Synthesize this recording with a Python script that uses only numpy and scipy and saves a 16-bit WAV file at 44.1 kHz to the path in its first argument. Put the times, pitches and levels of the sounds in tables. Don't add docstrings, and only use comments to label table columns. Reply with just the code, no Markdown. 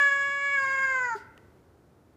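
import sys
import numpy as np
from scipy import signal
from scipy.fft import rfft, irfft, next_fast_len
from scipy.io import wavfile
from scipy.ndimage import uniform_filter1d, map_coordinates

SR = 44100
rng = np.random.default_rng(int(sys.argv[2]) if len(sys.argv) > 2 else 0)


def field_ratio(decibels):
    return 10 ** (np.asarray(decibels, dtype=float) / 20)


def inscribe(sig):
    pcm = np.round(np.clip(np.atleast_2d(sig).T, -1, 1) * 32767)
    wavfile.write(sys.argv[1], SR, pcm.astype(np.int16))


N = 95388
LEAD = SR // 2

# t/s, effort/dB, mouth resonance f/Hz, tongue resonance level/dB, flutter [0-1]
MEOW = [
    (0, -22, 1725, -12, 0.17),
    (.12, -25.5, 1732, -10.5, 0.48),
    (.35, -29, 1789, -8.5, 0.37),
    (.53, -27.5, 1826, 2.5, 0.34),
    (.62, -28, 1467, -3.5, 1.19),
    (.92, -28, 1523, -2, 0.63),
    (1.08, -29, 1322, -3, 1.04),
    (1.14, -29.5, 1125, -1, 0.91),
    (1.175, -54, 950, -2.5, 0.96),
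]


def unit(x):
    return x / np.sqrt(np.mean(x ** 2) + 1e-20)


def along(points, hz):
    f, v = np.transpose(points)
    return np.interp(np.log(hz + 1), np.log(f + 1), v)


def clock():
    return np.arange(-LEAD, N) / SR


def curves(rows):
    s, *columns = np.transpose(rows)
    return [np.interp(clock(), s, column) for column in columns]


def wobble(rate_hz):
    m = N + LEAD
    knots = rng.standard_normal(int(m * rate_hz / SR) + 4)
    return map_coordinates(knots, [np.arange(m) * rate_hz / SR])


def shaped_noise(gain_at):
    m = next_fast_len(N + LEAD)
    spectrum = rfft(rng.standard_normal(m)) * gain_at(np.fft.rfftfreq(m, 1 / SR))
    return unit(irfft(spectrum, m)[:N + LEAD])


def noise(points):
    return shaped_noise(lambda hz: field_ratio(along(points, hz)))


def peak(f, hz, width_hz):
    return 1j * f * width_hz / (hz * hz - f * f + 1j * f * width_hz)


def meow():
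    # t/s, f/Hz
    pitch_points = [
        (0, 568.5),
        (.13, 559.5),
        (.54, 561.8),
        (.63, 540.2),
        (.72, 539),
        (.89, 532.4),
        (1.03, 502),
        (1.1, 470.5),
        (1.16, 434.7),
    ]
    # f/Hz, width/Hz, level/dB, share of pitch drop followed [0-1+]
    throat = [(1060, 1370, -20.5, 0.34), (3120, 300, -8, 1.2), (4930, 380, -23, 0.17),
              (7127, 850, -17, 0.24), (7700, 420, -47, 0)]
    # f/Hz, level/dB
    outlet = [(400, -28), (560, 7.5), (1100, 9), (3000, -5.5), (8700, -14), (9100, -43), (15000, -46)]
    # f/Hz, level/dB
    low_cut = [(430, -36), (490, 4.5), (560, -0.5)]
    # f/Hz, level/dB
    breath = [(500, -36), (1200, -31), (1700, -29), (2500, -19), (3500, -23), (4800, -7), (7000, -4),
              (10000, 0)]
    mouth_width_hz, tongue_hz, tongue_width_hz = 308, 2317, 154
    jitter, fast_jitter, shimmer_db, own_db = .0045, .004, .8, 3.2
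    tongue_share, edge_share = 0.99, .75
    dulling_db = 74.5

    on = clock() < MEOW[-1][0]
    pitch_hz = curves(pitch_points)[0][on]
    effort_db, mouth_hz, tongue_db, flutter = (c[on] for c in curves(MEOW))
    drop = pitch_hz / pitch_hz[0]
    sink = drop ** tongue_share
    unsteady = jitter * wobble(50) + fast_jitter * wobble(250)
    pitch_hz = pitch_hz * (1 + flutter * unsteady[on])
    phase = 2 * np.pi * np.cumsum(pitch_hz) / SR
    air = wobble(500) + 1j * wobble(500)
    own = wobble(70)
    tone = 0
    for k in range(1, 30):
        f = k * pitch_hz
        mouth = peak(f, mouth_hz, mouth_width_hz) ** 2
        gain = abs(mouth) + field_ratio(tongue_db) * abs(peak(f, tongue_hz * sink, tongue_width_hz)) ** 2
        for hz, width_hz, db, share in throat:
            gain = gain + field_ratio(db) * abs(peak(f / drop ** share, hz, width_hz)) ** 2
        level_db = along(outlet, f / drop ** edge_share) + along(low_cut, f)
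        level_db = level_db - dulling_db * (1 - drop) * abs(peak(f, 3300 * sink, 1800)) ** 2
        level_db = level_db + own_db * min(1, k / 4) * flutter * np.roll(own, k * 9001)[on]
        smear = field_ratio(along(breath, f)) * (.6 + .7 * flutter) * np.roll(air, k * 3001)[on]
        carrier = np.exp(1j * (k * phase + np.angle(mouth) / 4))
        tone = tone + gain * field_ratio(level_db) * np.real((1 + smear) * carrier)
    out = np.zeros(len(on))
    out[on] = np.sqrt(2) * field_ratio(effort_db + shimmer_db * flutter * wobble(60)[on]) * tone
    return out


def nose():
    # f/Hz, width/Hz, level/dB
    passages = [(10690, 1700, -2), (12500, 450, -12.5), (14160, 1400, 0.5)]
    effort_db = uniform_filter1d(np.roll(curves(MEOW)[0], SR // 20), SR // 20)
    hiss = shaped_noise(lambda hz: sum(field_ratio(db) * abs(peak(hz, c, w)) ** 6 for c, w, db in passages))
    return field_ratio(-48 + effort_db + 0.73 * wobble(13)) * hiss * (clock() > -.4)


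def mouth_shuts():
    shut_s, thud_hz, thud_db, thud_rise_s = 1.148, 407.3, -33.5, 0.011
    puff_db, puff_length_s = -58, .065
    since_s = np.clip(clock() - shut_s, 0, None)
    u = since_s / thud_rise_s
    thud = field_ratio(thud_db) * u ** 2 * np.exp(2 - 2 * u) * np.sin(2 * np.pi * thud_hz * clock())
    v = since_s / puff_length_s * 3
    air = noise([(500, -17), (2000, -4), (4200, -7), (4750, 0), (5300, -7), (14500, -24.5), (15500, -56)])
    return thud + field_ratio(puff_db) * v * np.exp(1 - v) * air


def lips():
    # t/s, peak level/dB
    clicks = [
        (1.377, -35),
    ]
    # f/Hz, level/dB, t60/s
    modes = [(1304, -4, 0.022), (1834, -2, 0.022), (2936, 13, 0.004), (3400, -5, 0.0052),
             (4440, -14, 0.0077), (6530, -43, 0.0065)]
    out = 0
    for s, db in clicks:
        t = np.clip(clock() - s, 0, None)
        ring = sum(field_ratio(mode_db - 60 * t / t60) * np.sin(2 * np.pi * hz * t) for hz, mode_db, t60 in modes)
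        wet = noise([(300, 7), (1000, 5.5), (4000, -5.5), (14000, -16.5)])
        burst = 2.0 * field_ratio(-60 * t / 0.0076) * wet
        out = out + field_ratio(db - 7.5) * (1 - np.exp(-t / 0.0018)) * (ring + burst)
    return out


def room(x):
    # f/Hz, t60/s
    decay = [(300, 0.39), (1500, 0.71), (3000, 1), (4700, 0.32), (12000, 0.077)]
    # f/Hz, level/dB
    colour = [(400, -2), (900, 2), (1100, -4), (1430, 5), (1680, -3), (2100, -4), (3500, -1), (4750, 7)]
    level_db, delay_s = -14.5, .011
    hz, t, z = signal.stft(rng.standard_normal(SR), SR, nperseg=256)
    tail_db = along(colour, hz)[:, None] - 60 * t / along(decay, hz)[:, None]
    tail = signal.istft(z * field_ratio(tail_db), SR, nperseg=256)[1]
    tail = np.pad(tail, (round(delay_s * SR), 0))
    return field_ratio(level_db) * signal.fftconvolve(x, tail / np.linalg.norm(tail))[:len(x)]


def hum():
    # f/Hz, level/dB per Hz
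    spectrum = [(25, -32), (75, -0.5), (230, -9.5), (320, -6), (780, -17), (1400, -22.5), (2800, -35),
                (15500, -43.5), (16000, -120)]
    return field_ratio(-58 - 1.6 * wobble(5.506)) * noise(spectrum)


def scene():
    cat = meow() + nose() + mouth_shuts() + lips()
    return (cat + room(cat) + hum())[None, LEAD:]


def top_cut(x):
    return signal.sosfilt(signal.butter(12, 15310, fs=SR, output="sos"), x)


def record(dry):
    return top_cut(dry)


dry = scene()
out = record(dry)
inscribe(out)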